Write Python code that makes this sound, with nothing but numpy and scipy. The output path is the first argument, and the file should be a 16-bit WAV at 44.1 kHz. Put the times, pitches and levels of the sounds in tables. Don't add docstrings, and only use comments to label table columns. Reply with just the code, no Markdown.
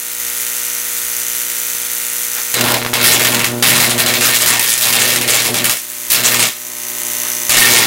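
import sys
import numpy as np
from scipy import signal
from scipy.fft import rfft, irfft
from scipy.io import wavfile
from scipy.ndimage import uniform_filter1d

SR = 44100
rng = np.random.default_rng(int(sys.argv[2]) if len(sys.argv) > 2 else 0)


def wrap_up_sound(samples):
    columns = np.atleast_2d(samples).T
    tamed = np.clip(columns, -1, 1)
    steps = np.round(tamed * 32767).astype(np.int16)
    wavfile.write(sys.argv[1], SR, steps)


def attenuation_scalar(level_db):
    decades = np.asarray(level_db, float) / 20
    return 10 ** decades


N = 346626
TIME = np.arange(N) / SR
MAINS_HZ = 59.993
QUIET_DB = -38.5
CORONA_DB = -18

# f/Hz, density/dB
HISS = [(700, -14), (1200, -2.5), (1800, 0), (2600, 2), (4000, -0.5), (5000, -2.5), (7000, -15.5)]
SIZZLE = [(3500, -9.5), (5000, -1.5), (6500, 1.5), (9500, 1), (13000, -0.5), (16500, -3)]
ROAR = [(20, -15), (50, -14.5), (150, -1.5), (300, -0.5), (600, 2.5), (900, -1), (1300, -4), (2200, -8.5)]
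# f/Hz, width/Hz, level/dB
CASES = [(1830, 26, -14), (2146, 25, -19), (2268, 25, -17), (2668, 40, -21), (3360, 50, -24),
         (3680, 50, -24), (4010, 80, -24)]


def arc():
    length, burns = stretch()
    short = 1 - length
    hiss_db = flares()
    flare = uniform_filter1d(np.maximum(hiss_db, QUIET_DB) + 15.5, size=600)
    half = TIME * 2 * MAINS_HZ
    chance = rng.standard_normal((int(half[-1]) + 2, 3)).T
    luck = chance[:, half.astype(int)]

    hiss = patchy(HISS, patchy_db=1.35, rate=45)
    hiss = hiss + sum(attenuation_scalar(db + 2.2 * walk(8)) * unit(band(hiss, hz, w)) for hz, w, db in CASES)
    hiss = hiss + 0.75 * short * band(hiss, 3870, 2140)
    sizzle_db = 12 * short + 0.14 * flare
    sizzle = attenuation_scalar(sizzle_db + 1.4 * luck[1]) * patchy(SIZZLE, patchy_db=2.5, rate=40)
    noise = current_gate(half, luck[2]) * attenuation_scalar(0.91 * luck[0]) * (hiss + sizzle)

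    roar_db = np.where(burns, -20 - 13.5 * short + 0.45 * flare, -120)
    roar = attenuation_scalar(roar_db) * patchy(ROAR, patchy_db=3.0, rate=15)
    hum = arc_hum(chance, short, burns, flare) + loaded_cores(half, short, burns)
    return attenuation_scalar(hiss_db - 0.6) * noise + roar, hum


def current_gate(half, lateness):
    late = np.clip(half % 1 - .07 - 0.1 * lateness, 0, 1)
    current = (1 - np.exp(-late / .05)) * np.clip(1 - late ** 3 * 1.4, 0, 1)
    polarity = attenuation_scalar(1.0 * (-1) ** half.astype(int))
    depth = np.clip(.56 + 0.066 * walk(9.8), 0, 1)
    return (1 - depth + 1.23 * depth * current) * polarity ** depth


# f/Hz, level/dB
HUM = [(30, -22), (120, -5), (240, 1.5), (360, -1), (480, -9), (600, -3), (760, -14), (1200, -24),
       (2500, -42), (5000, -65)]


def arc_hum(chance, short, burns, flare):
    burn = uniform_filter1d(flare, size=SR // 4)
    surge = np.clip(flare - burn, -8, 8)
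    hum_db = np.where(burns, -16.5 - 45.5 * short + 0.067 * burn - 0.85 * surge, -120)
    zeros = np.arange(chance.shape[1] - 2) + 0.647 + .007 * chance[2, 2:]
    at = (zeros * SR / (2 * MAINS_HZ)).astype(int)
    pulses = np.zeros(N)
    pulses[np.clip(at, 0, N - 1)] = -attenuation_scalar(0.84 * chance[1, 2:])
    cepstrum = irfft(np.log(attenuation_scalar(response(HUM))), N)
    cepstrum[1:N // 2] *= 2
    cepstrum[N // 2 + 1:] = 0
    return attenuation_scalar(hum_db) * unit(irfft(rfft(pulses) * np.exp(rfft(cepstrum)), N))


def loaded_cores(half, short, burns):
    load = uniform_filter1d(burns * attenuation_scalar(-30.5 - 18 * short), size=900)
    return load * np.sqrt(2) * np.cos(2 * np.pi * (half - .2))


# t/s, stretch (0 to 1)
BURNS = [
    [(2.541, 0.54), (2.6, 0.94), (2.75, 0.93), (2.88, 0.57), (3.0, 0.89), (3.15, 0.73), (3.45, 0.89),
     (3.62, 0.71)],
    [(3.626, 0.86), (4.0, 0.79), (4.3, 0.74), (4.37, 0.53), (4.56, 0.68), (4.64, 0.27), (4.8, 0.26)],
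    [(4.801, 0.3), (4.91, 0.63), (5.2, 0.73), (5.42, 0.57), (5.52, 0.77), (5.69, 0.75), (5.77, 0)],
    [(6.101, 0.02), (6.19, 0.62), (6.43, 0.79), (6.49, 0.42)],
    [(7.492, 0.5), (7.58, 0.74), (7.72, 0.8), (7.86, 0.65)],
]


def stretch():
    s, length = np.transpose(sum(BURNS, []))
    burns = sum((TIME >= b[0][0]) & (TIME < b[-1][0] + .007) for b in BURNS) > 0
    return np.clip(np.interp(TIME, s, length), 0, 1), burns


# t/s, hold/s, hiss level/dB, snap peak/dB
FLARES_FIRST = [(2.5413, 0.048, -19, 1.5), (2.6095, 0.017, -22.5, 3), (2.64, 0.073, -15.5, -5.5),
                (2.741, 0.021, -18.5, 0), (2.9364, 0.0089, -13, 0), (2.966, 0.031, -14.5, -16),
                (3.013, .02, -16.5, -4), (3.041, .12, -12.5, 0), (3.195, 0.019, -13, -1.5),
                (3.248, .025, -14, 3), (3.292, 0.0365, -16, -19), (3.345, 0.012, -17.5, 1),
                (3.3927, 0.0143, -16, -3), (3.443, 0.005, -15.5, 1)]
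FLARES_LONG = [(3.6247, 0.082, -11, 3), (3.72, 0.061, -12.5, -6), (3.8004, 0.045, -12.5, -1),
               (3.895, 0.02, -16, -6), (3.979, 0.024, -13, -6), (4.0611, 0.041, -15, -1.5),
               (4.138, 0.0147, -13.5, -3), (4.2083, 0.087, -14, -1.5), (4.31, 0.054, -15, -6),
               (4.36, .02, -18, -20), (4.4004, 0.026, -14.5, -6.5), (4.4594, 0.087, -15, 1),
               (4.594, 0.13, -20, 5), (4.6928, 0.057, -21, 1.5), (4.777, 0.0084, -22.5, 0.5),
               (4.8026, 0.085, -14.5, -10), (4.9257, .06, -15.5, 1), (5.0, 0.054, -15, -2),
               (5.076, 0.059, -15.5, -3), (5.1594, 0.01, -17, 1), (5.212, 0.0162, -18, -2),
               (5.2773, 0.13, -15, -1.5), (5.431, 0.044, -16.5, -7), (5.5422, 0.048, -17.5, -2.5),
               (5.6426, 0.011, -15, 0), (5.695, 0.0147, -18, 2.5)]
FLARES_LATE = [(6.101, 0.1, -17, -3), (6.129, .02, -15, -5), (6.235, 0.045, -13.5, -5.5),
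               (6.3, 0.018, -14.5, -11), (6.343, 0.024, -17.5, 3), (6.3934, 0.029, -16, 0),
               (6.426, 0.012, -13, 5), (7.4935, 0.11, -15, 6), (7.569, 0.24, -10.5, 4),
               (7.709, 0.13, -12, -3)]


def flares():
    sag_db_per_s, fade_db_per_s = 16, 201
    out = np.where(stretch()[1], QUIET_DB, -120.)
    for s, hold, db, snap_db in FLARES_FIRST + FLARES_LONG + FLARES_LATE:
        i = slice(int(s * SR), int(s * SR) + SR // 2)
        t = TIME[:len(out[i])]
        swell_s = 0.0022 + 0.0011 * max(-snap_db, 0)
        swell_db = -11 * np.exp(-t / swell_s)
        fall_db = sag_db_per_s * t + fade_db_per_s * np.maximum(t - hold, 0)
        out[i] = np.maximum(out[i], db + swell_db - fall_db)
    return out


# t/s, peak/dB
SPARKS = [
    (2.5408, -3),
    (7.494, -3),
    (2.8174, 2),
    (2.8266, 1),
    (2.8494, 4),
    (2.8512, -3),
    (2.8634, 10.5),
    (2.9335, 10),
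    (3.5995, -15),
    (6.0845, -19),
]


def snaps():
    bright = unit(colour(rng.standard_normal(N), SIZZLE))
    dull = unit(colour(rng.standard_normal(N), HISS))
    out = np.zeros(N)
    length = stretch()[0]
    for s, _, _, peak_db in FLARES_FIRST + FLARES_LONG + FLARES_LATE:
        dull_db = 3.5 - 25 * (1 - length[int(s * SR)])
        i = slice(int(s * SR), int(s * SR) + 2000)
        t = TIME[:len(out[i])]
        shape = (1 - np.exp(-t / 0.0005)) * np.exp(-t / 0.0033)
        out[i] += attenuation_scalar(peak_db - 4) * shape * (bright[i] + attenuation_scalar(dull_db) * dull[i])
    for s, peak_db in SPARKS:
        t = np.arange(40) / 3
        spike = t * (2 - t) * np.exp(-t)
        out[int(s * SR) + np.arange(40)] += attenuation_scalar(peak_db + 7) * spike
    return out


# t/s, streamers/dB, low hum minus level/dB, 6 kHz ring/dB, two-cycle pattern/dB
SPELLS = [
    (0, 0, -26, -14, -4),
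    (.17, 0, -26.5, -2.5, -4),
    (2.55, 0, -17.5, -3, -8),
    (6.3, -1, -16.5, 3.5, -12),
]


def corona():
    s, *columns = np.transpose(SPELLS)
    level_db = heard_db()
    buzz_db, hum_db, ring_db, pair_db = (c[np.searchsorted(s[1:], TIME)] for c in columns)
    buzz = streamers(pair_db + 3.5 * walk(3.44))
    ring_gain = attenuation_scalar(ring_db - 11.0 + .7 * (level_db - CORONA_DB))
    out = attenuation_scalar(level_db) * (attenuation_scalar(buzz_db) * buzz + ring_gain * cavity_ring())
    return out + attenuation_scalar(level_db + hum_db + 41) * core_hum()


# f/Hz, density/dB
BUZZ = [(100, -80), (600, -48), (1000, -27), (1500, -9.5), (2000, -5.5), (2600, -8), (5300, -10),
        (6200, -2.5), (8600, -5), (10300, -2), (11500, -5.5), (13000, -2), (16000, -5.5)]
# f/Hz, share that repeats over one or two cycles
REPEATS = [(1000, .8), (2000, .75), (4000, .55), (6200, .6), (8500, .5), (12000, .3), (16000, .25)]
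# phase/cycle, rise/cycle, fall/cycle, level over the echoes/dB
BURSTS = [
    (.002, .03, .08, 12.5),
    (.48, .012, .06, 8.5),
    (.72, .01, .03, 4),
    (.31, .01, .02, 4),
]


def streamers(pair_db):
    shape = np.sqrt(1 + sum(attenuation_scalar(2 * db) * burst(p, r, f) ** 2 for p, r, f, db in BURSTS))
    steady = looped(0.99, spread_db=0.5) + attenuation_scalar(pair_db) * looped(2, spread_db=-0.5)
    steady = steady / np.sqrt(1 + attenuation_scalar(2 * pair_db))
    fresh = grains(N, spread_db=4.0) * attenuation_scalar(1.3 * walk(110))
    sharp = response([(4500, 0), (7000, 1)])
    steady, fresh = (sharp * whiten(x * shape) + (1 - sharp) * whiten(x * shape ** 0.42)
                     for x in (steady, fresh))
    share = response(REPEATS)
    mixed = steady * np.sqrt(share) + fresh * np.sqrt(1 - share)
    return unit(irfft(mixed * attenuation_scalar(response(BUZZ)), N))


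# f/Hz, width/Hz, level/dB
CAVITIES = [(1980, 170, -10.5), (2900, 130, -13), (3550, 170, -13.5), (6090, 520, 0), (7280, 280, -13),
            (7900, 320, -14), (9300, 500, -11), (10300, 520, -8), (13000, 700, -9)]


def cavity_ring():
    spark = looped(1, spread_db=1.5) * burst(.99, .004, .012) * attenuation_scalar(1.0 * walk(60))
    return unit(sum(attenuation_scalar(db) * unit(band(band(spark, hz, w), hz, w)) for hz, w, db in CAVITIES))


# harmonic of the mains, level/dB
CORE_EARLY = [(1, -15), (2, -11), (3, -16), (4, -5), (5, -14), (6, -5), (7, -19), (8, 0), (9, -17),
              (10, -6), (11, -12), (12, -11), (13, -18), (14, -8), (15, -10), (16, -5), (17, -11),
              (18, -11), (19, -10), (20, -3), (21, -10), (22, -3), (23, -2), (24, -1)]
CORE_LATE = [(1, -22), (2, -6), (3, -22), (4, -1), (5, -9), (6, -1), (7, -10), (8, -9), (9, -11), (10, 0),
             (11, -16), (12, -12), (13, -12), (14, -7), (15, -11), (16, -6), (17, -5), (18, -5), (19, -10),
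             (20, -11), (21, -5), (22, -6)]
# f/Hz, density/dB
AIR = [(20, -38), (45, -17), (150, -8), (300, 8.5), (600, 4), (1000, 7.5), (1500, -22), (2200, -31)]


def core_hum():
    hum = attenuation_scalar(-48.5) * patchy(AIR, patchy_db=1.8, rate=9.9)
    for lines, on, top_db in ((CORE_EARLY, TIME < 4, -41.5), (CORE_LATE, TIME >= 4, -49)):
        for k, db in lines:
            tone = np.sin(2 * np.pi * (k * MAINS_HZ * TIME + rng.random()))
            hum += on * attenuation_scalar(top_db + db) * np.sqrt(2) * tone
    return hum


def heard_db():
    duck_db, recover_db_per_s = 8.5, 15
    last = np.maximum.accumulate(np.where(stretch()[1], TIME, -10))
    ducked_db = np.maximum(duck_db - recover_db_per_s * (TIME - last), 0)
    weak_db = -3 * np.clip((0.18 - TIME) / 0.058 + 1, 0, 1)
    return CORONA_DB - ducked_db + weak_db


# t/s, half length/s, level/dB
SCRAPES = [
    (2.385, 0.031, -25.5),
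    (7.275, 0.06, -29),
]
# t/s, half length/s, f/Hz, level/dB
THUDS = [
    (.25, .1, 62.5, -52),
    (.55, .15, 56.5, -60),
    (1.15, .25, 68, -51),
    (1.85, .25, 76, -54),
    (7.1, .2, 60.3, -61),
    (7.59, .03, 28.4, -28),
    (6.107, .02, 45.6, -36),
]


def handling():
    grit = unit(band(grains(N, spread_db=1.5), 1700, 1800))
    out = sum(attenuation_scalar(db) * np.exp(-((TIME - s) / w) ** 2) * grit for s, w, db in SCRAPES)
    for s, w, hz, db in THUDS:
        swell = attenuation_scalar(db + 1.5 * walk(6.1)) * np.exp(-((TIME - s) / w) ** 2)
        out = out + swell * np.sin(2 * np.pi * hz * TIME)
    return out


def workshop(x, t60_s=0.22, wet_db=-9):
    t = TIME[:SR // 2]
    tail = rng.standard_normal(len(t)) * np.exp(-np.log(1000) * t / t60_s) * (t > .003)
    return x + attenuation_scalar(wet_db) * signal.fftconvolve(x, tail / np.sqrt(np.sum(tail ** 2)))[:N]


def unit(x):
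    return x / np.sqrt(np.mean(x ** 2))


def response(points, size=N):
    hz, value = np.transpose(points)
    return np.interp(np.log(np.fft.rfftfreq(size, 1 / SR) + 1), np.log(hz), value)


def colour(x, points):
    return irfft(rfft(x) * attenuation_scalar(response(points)), N)


def whiten(x):
    spectrum = rfft(x)
    return spectrum / np.sqrt(uniform_filter1d(abs(spectrum) ** 2, size=N * 480 // SR))


def band(x, hz, width_hz):
    return signal.lfilter(*signal.iirpeak(hz, hz / width_hz, SR), x)


def walk(rate):
    k = int(SR / rate)
    held = np.repeat(rng.standard_normal(N // k + 1), k)
    return unit(uniform_filter1d(uniform_filter1d(held, k), k)[:N])


def grains(size, spread_db):
    sizes = np.minimum(rng.exponential(size=size), 3.4)
    return unit(rng.standard_normal(size) * attenuation_scalar(spread_db * sizes))


def patchy(points, patchy_db, rate):
    spectrum = rfft(rng.standard_normal(N)) * attenuation_scalar(response(points))
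    octave = np.log2(np.fft.rfftfreq(N, 1 / SR) + 1)
    out = np.zeros(N)
    for centre in np.arange(np.log2(points[0][0]), np.log2(points[-1][0]) + .5, .5):
        part = irfft(spectrum * np.clip(1 - 2 * abs(octave - centre), 0, 1), N)
        out += part * attenuation_scalar(patchy_db * walk(rate))
    return unit(out)


def looped(cycles, spread_db):
    size = int(cycles * SR / MAINS_HZ)
    fine = signal.resample(grains(size, spread_db), 8 * size)
    return np.interp(TIME * MAINS_HZ / cycles % 1, np.arange(len(fine)) / len(fine), fine)


def burst(phase, rise, fall):
    late = (TIME * MAINS_HZ - phase + .5) % 1 - .5
    return np.exp(np.where(late < 0, late / rise, -late / fall))


def scene():
    noise, hum = arc()
    return (corona() + hum + workshop(noise + snaps()) + handling())[None]


def roll_off(x):
    return signal.sosfilt(signal.butter(12, 17020, fs=SR, output="sos"), x)


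def record(dry):
    top = .7
    limited = dry / (1 + abs(dry / top) ** 12) ** (1 / 12)
    cut = irfft(rfft(limited) * (np.fft.rfftfreq(N, 1 / SR) < 15830), N)
    return roll_off(cut)


dry = scene()
out = record(dry)
wrap_up_sound(out)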